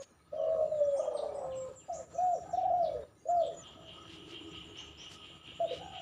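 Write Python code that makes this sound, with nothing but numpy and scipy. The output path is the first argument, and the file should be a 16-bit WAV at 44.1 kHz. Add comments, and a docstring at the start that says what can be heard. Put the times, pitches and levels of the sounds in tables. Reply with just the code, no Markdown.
"""In a yard hung with cages, doves coo close by in near-sine notes that the walls and yard return.
Small birds are swept sines: a falling series and single chirps; another rattles hoarsely on pulsed noise.
An insect buzzes in pulsed noise. Shaped noise gives rustles, air, distant traffic, far doves and insects,
and far small birds are short whistles heard only as echo. The echoes and far background dip briefly.
The microphone adds hiss and the top of the treble is cut."""
import sys
import numpy as np
from scipy import signal
from scipy.fft import rfft, irfft, next_fast_len
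from scipy.io import wavfile
from scipy.ndimage import uniform_filter1d

SR = 44100
rng = np.random.default_rng(int(sys.argv[2]) if len(sys.argv) > 2 else 0)


def to_wav(s):
    """Save 16-bit WAV."""
    ch = np.atleast_2d(s).T  # columns
    pcm = np.round(np.clip(ch, -1, 1) * 32767)  # PCM
    wavfile.write(sys.argv[1], SR, pcm.astype(np.int16))


N = 265041
T = np.arange(N) / SR


def amp(db):
    """Decibels to gain."""
    return 10 ** (np.asarray(db) / 20)


def rms_one(x):
    """Scale to unit rms."""
    return x / np.sqrt(np.mean(x ** 2) + 1e-20)


def in_time(rows):
    """Columns of a curve, first column in seconds, at every sample."""
    s, *columns = np.transpose(rows)
    return [np.interp(T, s, c) for c in columns]


def from_points(points):
    """Gain for each frequency from a short spectrum, straight lines over log frequency."""
    hz, level_db = np.transpose(points)
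    return lambda f: amp(np.interp(np.log(f), np.log(hz), level_db))


def window(start, end, edge):
    """One between start and end, with ramps inside."""
    return np.clip(np.minimum(T - start, end - T) / edge, 0, 1)


def add(out, start, sound):
    """Mix a short sound in at a time in seconds."""
    i = max(int(round(start * SR)), 0)
    out[i:i + len(sound)] += sound[:N - i]


def sine(hz):
    """A sine that follows a pitch curve."""
    return np.sin(2 * np.pi * np.cumsum(hz) / SR)


def shaped_noise(gain_at):
    """White noise coloured by a gain for each frequency; rms 1."""
    size = next_fast_len(N)
    hz = np.maximum(np.fft.rfftfreq(size, 1 / SR), 1)
    return rms_one(irfft(rfft(rng.standard_normal(size)) * gain_at(hz), size)[:N])


def band(hz, width_hz):
    """Noise twice through a resonance; at 0 Hz it is a slow waver. Rms 1."""
    return shaped_noise(lambda f: 1 / (1 + (2 * (f - hz) / width_hz) ** 2))


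def throb(per_s, sharp):
    """An uneven train of smooth bumps; rms 1."""
    phase = np.cumsum(per_s * (1 + 0.073 * band(0, 10.1))) / SR
    return rms_one(np.exp(sharp * np.cos(2 * np.pi * phase)))


def traffic():
    """Distant traffic: low noise shaped to a rumble, lumpy in level."""
    # rumble spectrum before scaling to rms 1: frequency_hz, density_db (per Hz)
    rumble_spectrum = [(25, -31.5), (45, -8), (60, -9), (69, 4), (80, 1), (110, 0), (145, -1.5), (160, 2.5),
                       (178, 0.5), (260, -49.5)]
    # slow rise and fall: time_s, level_db
    traffic_levels = [(0, -61.5), (1.8, -62), (2.5, -56), (3.3, -60.5), (3.9, -63.5), (4.5, -55),
                      (5.0, -59.5), (5.5, -64), (5.8, -54), (6.01, -59)]
    level_db = in_time(traffic_levels)[0] + 2.5 * band(0, 3.3)
    return amp(level_db) * shaped_noise(from_points(rumble_spectrum))


def murmur():
    """Far doves blurred to two narrow bands of noise."""
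    # murmur before a 3.5 dB cut: time_s, level_db
    murmur_levels = [(0, -71), (2.3, -63), (2.6, -57), (3.9, -60), (4.35, -49), (5.1, -61.5), (5.5, -64.5),
                     (5.75, -52.5), (6.01, -65)]
    blur = rms_one(band(326.2, 56) + .5 * band(413, 30))
    return amp(in_time(murmur_levels)[0] - 3.5) * blur


def air():
    """Open air of the yard: octave bands of noise, each wavering in its own way."""
    air_db = -61.5
    # air spectrum before scaling to rms 1: frequency_hz, density_db (per Hz)
    air_spectrum = [(160, -26.5), (220, -6), (500, -9.5), (1000, -13), (2000, -22.5), (4000, -27),
                    (6500, -33), (8200, -38.5), (10000, -27.5), (12500, -55.5)]
    colour, out = from_points(air_spectrum), 0
    for octave_hz in 250 * 2. ** np.arange(7):
        part = lambda f: colour(f) * np.clip(1 - np.abs(np.log2(f / octave_hz)), 0, 1) ** .5
        weight = np.sqrt(octave_hz) * colour(octave_hz)
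        out = out + weight * shaped_noise(part) * amp(2.7 * band(0, 36))
    return amp(air_db) * rms_one(out)


def drones():
    """Far insects as narrow bands of noise that waver in level."""
    # insect bands: centre_hz, width_hz, level_db
    drone_bands = [(1263.5, 70, -69), (1680, 250, -78), (5846, 180, -81.5)]
    return sum(amp(db + 4.2 * band(0, 16)) * band(hz, width_hz) for hz, width_hz, db in drone_bands)


def chorus():
    """Many far insects blurred to a wavering band of noise."""
    # insect chorus: time_s, level_db
    chorus_levels = [(0, -86), (.4, -84), (.7, -74), (1.05, -66.5), (1.15, -81), (1.7, -73), (2.4, -65),
                     (2.62, -86), (3.45, -72.5), (4.0, -80), (4.5, -72), (5.45, -75), (6.01, -71)]
    blur = shaped_noise(lambda f: 1 / (1 + ((f - 7150) / 380) ** 4))
    return amp(in_time(chorus_levels)[0] + 2.8 * band(0, 42)) * blur


def twitter():
    """Far small birds: short random whistles, roughened by a fast random waver."""
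    per_s, weakest_db = 40, -75
    out = np.zeros(N)
    for when, pitch, slope, size, span in rng.random((int(per_s * N / SR), 5)):
        t = np.arange(int((0.016 + 0.034 * span) * SR)) / SR
        hz = 1700 * 4 ** pitch * (1 + 4.0 * (slope - .6) * t)
        add(out, when * N / SR, amp(weakest_db + 8 * size) * np.hanning(len(t)) * sine(hz))
    return out * band(0, 87)


def rustles():
    """Leaves or feathers: soft bursts of grainy noise through a low-pass."""
    # bursts, level before the low-pass: start_s, length_s, level_db, lowpass_hz
    rustle_bursts = [(0, 0.056, -49, 5700), (4.047, 0.17, -47, 4150), (4.257, 0.12, -48.5, 4460),
                     (5.075, 0.11, -48.5, 6230), (5.685, 0.14, -45.5, 4560)]
    out = np.zeros(N)
    grain = shaped_noise(lambda f: f / (2500 + f)) * amp(2.2 * band(0, 400))
    for s, length, db, top_hz in rustle_bursts:
        burst = grain[int(abs(s) * SR):][:int(length * SR)]
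        soft = signal.lfilter(*signal.butter(3, top_hz, fs=SR), burst)
        add(out, s, amp(db) * np.hanning(len(burst)) * soft)
    return out


def buzz():
    """One insect: a pulsed band of noise in regular phrases."""
    centre_hz, width_hz, level_db, pulses_per_s = 9110, 270, -81, 84
    first_s, every_s, phrase_s = -.635, 1.134, .92
    into = (T - first_s) % every_s
    phrases = np.clip(np.minimum(into, phrase_s - into) / 0.01, 0, 1)
    return amp(level_db) * phrases * band(centre_hz, width_hz) * throb(pulses_per_s, sharp=0.35)


def rattle():
    """Fast noisy pulses ring a throat resonance; each syllable swells and fades."""
    # hoarse syllables: start_s, level_db
    syllable_rows = [(3.4, -56.5), (3.618, -59), (3.853, -57), (4.07, -60.5), (4.3, -54.5), (4.51, -54),
                     (4.738, -52.5), (4.974, -55.5), (5.21, -57.5), (5.438, -55.5), (5.671, -52.5),
                     (5.913, -53.5)]
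    pulses_per_s, width_hz, syllable_s = 64, 557, 0.085
    throat_hz, extra_hz, settle_s = 2987, 480, .25   # the first syllables are higher
    rest_db = -61.5   # the throat keeps rattling faintly between syllables
    first_s = syllable_rows[0][0]
    hz = throat_hz + extra_hz * np.exp(-np.maximum(T - first_s, 0) / settle_s)
    voice = rms_one(sine(hz) * band(0, width_hz) * throb(pulses_per_s, sharp=0.38))
    syllables = sum(amp(db) * window(s, s + syllable_s, syllable_s / 3) for s, db in syllable_rows)
    return voice * (syllables + amp(rest_db) * window(first_s, 2 * N / SR, 0.81))


def chirps(notes, harshness):
    """Sine sweeps that settle on a held pitch; wider sweeps are harsher, their level more unsteady."""
    out, harsh = np.zeros(N), band(0, 800)
    for s, sweep, from_hz, to_hz, held, level_db in notes:
        t = np.arange(int((sweep + max(held, 0)) * SR)) / SR
        hz = to_hz + (from_hz - to_hz) * np.clip(1 - t / sweep, 0, 1) ** 1.2
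        octaves = abs(np.log2(from_hz / to_hz))
        unsteady = 1 + harshness * octaves * harsh[int(abs(s) * SR):][:len(t)]
        swell = np.abs(np.sin(np.pi * t / t[-1])) ** .5
        add(out, s, amp(level_db) * unsteady * swell * sine(hz))
    return out


def falling_song():
    """A small bird sings a falling series of clear notes, some led in by a slight downward slide."""
    # notes; the sweep waits for the lead-in: start_s, lead_in_s, from_hz, to_hz, level_db
    song_notes = [(0.934, 0.0052, 9300, 8500, -63), (1.129, 0.0048, 9080, 8310, -60),
                  (1.34, 0.0026, 8630, 7830, -59.5), (1.552, 0, 8300, 7480, -55),
                  (1.755, 0, 8000, 7290, -53), (1.938, 0, 7800, 7250, -54.5),
                  (2.128, 0.006, 7300, 5900, -58.5), (2.31, 0.016, 7170, 5650, -59.5),
                  (2.489, 0.016, 7210, 5546, -61.5)]
    sweep_s, held_s = .02, .024
    song = [(s + lead, sweep_s, from_hz, to_hz, held_s, db) for s, lead, from_hz, to_hz, db in song_notes]
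    for s, lead, from_hz, _, db in song_notes:
        if lead > .005:
            song.append((s, lead + .004, 1.03 * from_hz, from_hz, 0, db))
    return chirps(song, harshness=1.0)


def single_chirps():
    """Other small birds: single sweeps, each briefly held at its end."""
    # sweeps: start_s, sweep_s, from_hz, to_hz, level_db
    sweep_rows = [ (0, 0.0062, 7500, 6530, -51), (.36, 0.086, 3250, 2810, -64),
                  (.66, 0.11, 4320, 3660, -73.5), (.75, 0.42, 3473, 3170, -69.5),
                  (.964, 0.023, 4940, 6650, -57.5), (.999, 0.037, 3480, 2545, -65),
                  (1.165, 0.017, 5120, 3500, -54.5), (1.5, 0.042, 3900, 2526, -64),
                  (1.79, 0.042, 3500, 2600, -64.5), (1.924, 0.026, 5100, 7030, -51),
                  (2.539, .069, 4510, 2390, -66.5), (2.618, 0.03, 4300, 2720, -67),
                  (2.821, .045, 5530, 3340, -57), (4.767, 0.021, 4980, 6380, -56),
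                  (4.973, 0.045, 4980, 6040, -56), (5.639, 0.082, 3430, 3970, -55), ]
    held_s = 0.0091
    sweeps = [(s, sweep, from_hz, to_hz, held_s, db) for s, sweep, from_hz, to_hz, db in sweep_rows]
    return chirps(sweeps, harshness=1.0)


def near_chirps():
    """A nearer small bird: swept sines sent straight to the microphone, with no echo."""
    # sweeps: start_s, sweep_s, from_hz, to_hz, held_s, level_db
    near_rows = [(3.27, 0.027, 6550, 7130, 0.029, -53.5), (3.3, 0.017, 7270, 6360, 0.023, -65),
                 (3.46, .012, 8130, 7700, 0.02, -60), (3.565, 0.052, 6850, 7020, .0, -49),
                 (3.605, 0.025, 7000, 5950, 0.012, -54.5)]
    return chirps(near_rows, harshness=0.99)


def whistle(hz, octave_db):
    """A near sine with a weak second partial; the first partial has rms 1."""
    phase = 2 * np.pi * np.cumsum(hz) / SR
    return np.sqrt(2) * (np.sin(phase) + amp(octave_db) * np.sin(2 * phase))


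def coos(notes, octave_db, flutter_hz):
    """The inflated crop leaves almost one partial; hoarseness trades it for one that flutters in strength."""
    out, flutter = np.zeros(N), band(flutter_hz, 0.65 * flutter_hz)
    for rows in notes:
        hz, level_db, hoarse = in_time(rows)
        hz = uniform_filter1d(hz, size=400)   # the pitch bends smoothly
        hoarse = np.clip(hoarse, 0, 1)
        voice = (np.sqrt(1 - hoarse) + np.sqrt(hoarse) * flutter) * whistle(hz, octave_db)
        out += window(rows[0][0] - .004, rows[-1][0] + 0.004, 0.0079) * amp(level_db) * voice
    return out


def arches(notes):
    """Rise, hold, fall: pitch and level move together, and the voice is hoarser the weaker it is."""
    rise_db, fall_db = 20.5, 33     # how far below the held level a note starts and ends
    rise_bow, fall_bow = .6, .38    # share of that depth halfway through rise and fall
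    swell_db = 0.5                  # the held part grows
    hold_sag = .13                  # share of the pitch drop spent while the note is held
    hoarse_per_db = 0.08
    below = np.array([rise_db, rise_bow * rise_db, 2 * swell_db, swell_db, swell_db / 2,
                      0, fall_bow * fall_db, fall_db])
    curves = []
    for s, rise, hold, fall, start_hz, top_hz, end_hz, level_db, hoarse in notes:
        steps = [0, rise / 2, rise / 6, rise / 3, hold / 2, hold / 2, fall / 2, fall / 2]
        times = s + np.cumsum(np.abs(steps))
        climb_hz = start_hz + (top_hz - start_hz) * np.array([0, .55, .75, 1, 1])
        held_hz = top_hz - hold_sag * (top_hz - end_hz)
        hz = [*climb_hz, held_hz, (held_hz + end_hz) / 2, end_hz]
        hoarseness = hoarse + hoarse_per_db * np.maximum(below - swell_db, 0)
        curves.append(np.transpose([times, hz, level_db - below, hoarseness]))
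    return curves


def low_coos():
    """Other doves: arched notes with a clear octave above."""
    # notes: start_s, rise_s, hold_s, fall_s, start_hz, top_hz, end_hz, level_db, hoarseness (0-1)
    low_notes = [(-.02, 0.017, 0.025, 0.015, 555, 546, 537, -45.5, .1),
                 (.35, 0.049, 0.23, .1, 540.7, 554, 479, -39, 0.4),
                 (1.37, 0.0628, .25, 0.064, 548, 525.4, 468, -40.5, 0.01),
                 (2.41, 0.068, 0.073, 0.054, 740, 772, 820, -48.5, 0.44),
                 (3.68, 0.13, 0.064, 0.28, 650, 658, 567, -58.5, 0.17),
                 (5.77, 0.0515, 0.16, 0.24, 615, 776, 456, -48.5, 0.37)]
    return coos(arches(low_notes), octave_db=-19.0, flutter_hz=58.0)


def pulses(events, first_length, shortens, slide, octave_db):
    """Short puffs of tone, each sliding up to its pitch from a share below; along the run they shorten."""
    out = np.zeros(N)
    for s, level_db, hz in events:
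        length = first_length * (1 - shortens * (s - events[0][0]))
        u = np.linspace(0, 1, int(length * SR))
        shape = np.abs(np.sin(np.pi * u ** 0.65)) ** 1.4
        tone = whistle(hz * (1 - slide * np.exp(-3.5 * u)), octave_db)
        add(out, s - .004, amp(level_db - 4) * shape * tone)
    return out


def growl():
    """A second dove growls: a run of tone pulses whose pitch sags."""
    # pulses, level before a 4 dB cut: time_s (4 ms into the pulse), level_db
    growl_pulses = [(.996, -23), (1.028, -31.5), (1.078, -24.5), (1.112, -35), (1.149, -25.5), (1.191, -28),
                    (1.229, -29), (1.26, -31.5), (1.291, -37), (1.326, -40), (1.348, -35.5), (1.364, -37),
                    (1.385, -33), (1.432, -35)]
    first_hz, sag_hz_per_s, first_pulse_s = 623, 127, 0.03
    shortens = 0.93   # share of length lost per s
    events = [(s, db, first_hz - sag_hz_per_s * (s - growl_pulses[0][0])) for s, db in growl_pulses]
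    return pulses(events, first_pulse_s, shortens, slide=.04, octave_db=-22)


def rasp():
    """Breath noise through the throat over the growl, wavering and fading."""
    start_s, end_s, edge_s = 0.918, 1.532, 0.07
    first_db, fade_db_per_s = -46, 2
    level_db = first_db - fade_db_per_s * (T - start_s) + 2.6 * band(16, 30)
    return window(start_s, end_s, edge_s) * amp(level_db) * band(682, 280)


def roll():
    """The near dove's rolled note: tone pulses that each slide upward."""
    # pulses, level before a 4 dB cut: time_s (4 ms into the pulse), level_db, top_hz
    roll_pulses = [(2.534, -24.5, 727), (2.575, -23, 762), (2.611, -26.5, 756), (2.634, -24.5, 720),
                   (2.651, -22, 782), (2.678, -24.5, 770), (2.705, -21, 720), (2.723, -27, 691)]
    first_pulse_s = 0.036
    shortens = 0.89   # share of length lost per s
    return pulses(roll_pulses, first_pulse_s, shortens, slide=.12, octave_db=-48)


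def long_coo():
    """Curve of time_s, pitch_hz, level_db, hoarseness for the near dove's opening coo."""
    # uneven swelling: time_s, level_db
    coo_levels = [(.322, -50), (.335, -36.5), (0.366, -38.5), (.4, -35.5), (0.531, -30.5), (0.564, -38.5),
                  (0.618, -25.5), (0.681, -30), (.708, -39.5), (0.724, -30.5), (.78, -35), (0.818, -24.5),
                  (.865, -36.5), (0.889, -29), (0.914, -35), (0.939, -32.5), (1.0, -39.5), (1.07, -42.5),
                  (1.351, -52), (1.4, -66)]
    # pitch curve: time_s, pitch_hz
    coo_pitch = [(.322, 570), (.36, 630), (.53, 648), (.6, 626), (.73, 618), (.82, 583), (.94, 558),
                 (1.07, 512), (1.22, 447), (1.4, 400)]
    hoarse_at_zero, clear_at_s = 0.31, 0.83   # hoarse at first, clear later
    s, level_db = np.transpose(coo_levels)
    hz = np.interp(s, *np.transpose(coo_pitch))
    return [np.transpose([s, hz, level_db, hoarse_at_zero * (1 - s / clear_at_s)])]


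def near_coos():
    """The near dove: its long coo and arched notes, almost pure tones."""
    # arches: start_s, rise_s, hold_s, fall_s, start_hz, top_hz, end_hz, level_db, hoarseness (0-1)
    arch_notes = [(1.883, 0.013, 0.026, 0.18, 640, 714, 479.5, -36.5, 0.11),
                  (2.125, 0.092, .12, 0.07, 530, 730, 416, -29, 0.02),
                  (2.712, .04, 0.068, 0.27, 727, 715.3, 429.6, -28, 0.03),
                  (3.254, 0.054, .1, .15, 540.4, 704, 425, -27.5, 0.01),
                  (5.593, 0.015, .043, 0.034, 548, 682, 442, -30, 0.04),
                  (5.702, 0.0136, 0.0056, 0.074, 623, 508, 481, -34.5, .0)]
    return coos(long_coo() + arches(arch_notes), octave_db=-42, flutter_hz=55.6)


def walls(x):
    """Walls return a few distinct, delayed copies."""
    # echoes: delay_s, gain_db
    wall_echoes = [(.031, -27.5), (.095, -15.5), (.17, -30.5)]
    out = np.zeros(N)
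    for delay, db in wall_echoes:
        add(out, delay, amp(db) * x)
    return out


def yard(x, t60):
    """Diffuse return: a burst of noise dying 60 dB in t60 seconds as impulse response."""
    t = np.arange(int(t60 * SR)) / SR
    tail = rng.standard_normal(len(t)) * amp(-60 * t / t60) * np.clip(100 * t, 0, 1)
    return signal.fftconvolve(x, tail / np.sqrt(np.sum(tail ** 2)))[:N]


def level_dips():
    """Gain that dips briefly, for the echoes and far background."""
    # dips: start_s, end_s, depth_db
    dip_rows = [(0.009, 0.339, -7.5), (1.733, 1.933, -4.5), (2.034, 2.114, -7), (3.035, 3.305, -7.5),
                (4.92, 4.988, -3.5), (5.37, 5.46, -5)]
    return amp(sum(db * window(start, end, .025) for start, end, db in dip_rows))


def scene():
    """Direct doves, birds, buzz and rustles over the dipping echoes and far background."""
    dove_yard_db, dove_yard_t60_s = -13, 0.38
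    bird_direct_db, bird_yard_db, bird_yard_t60_s = -1, 3, .4
    doves = near_coos() + low_coos() + rasp() + growl() + roll()
    birds = falling_song() + single_chirps() + rattle()
    echoes = walls(doves) + amp(dove_yard_db) * yard(doves, dove_yard_t60_s)
    # the twitter arrives only as echo
    bird_echoes = amp(bird_yard_db) * yard(birds + twitter(), bird_yard_t60_s)
    faint = echoes + bird_echoes + air() + drones() + murmur() + traffic() + chorus()
    direct = doves + amp(bird_direct_db) * birds + near_chirps() + buzz() + rustles()
    return (direct + level_dips() * faint)[None]


def record(dry):
    """The microphone adds its hiss, and a steep low-pass cuts the top."""
    # hiss spectrum before scaling to rms 1: frequency_hz, density_db (per Hz)
    hiss_spectrum = [(7000, -12), (10500, -3), (13300, -8), (14300, 0), (16000, 0)]
    hiss_db, stopband_hz = -85, 15750
    hiss = amp(hiss_db) * shaped_noise(from_points(hiss_spectrum))
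    low_pass = signal.cheby2(22, 50, stopband_hz, fs=SR, output="sos")   # 50 dB down in the stopband
    return signal.sosfilt(low_pass, dry + hiss)


dry = scene()
out = record(dry)
to_wav(out)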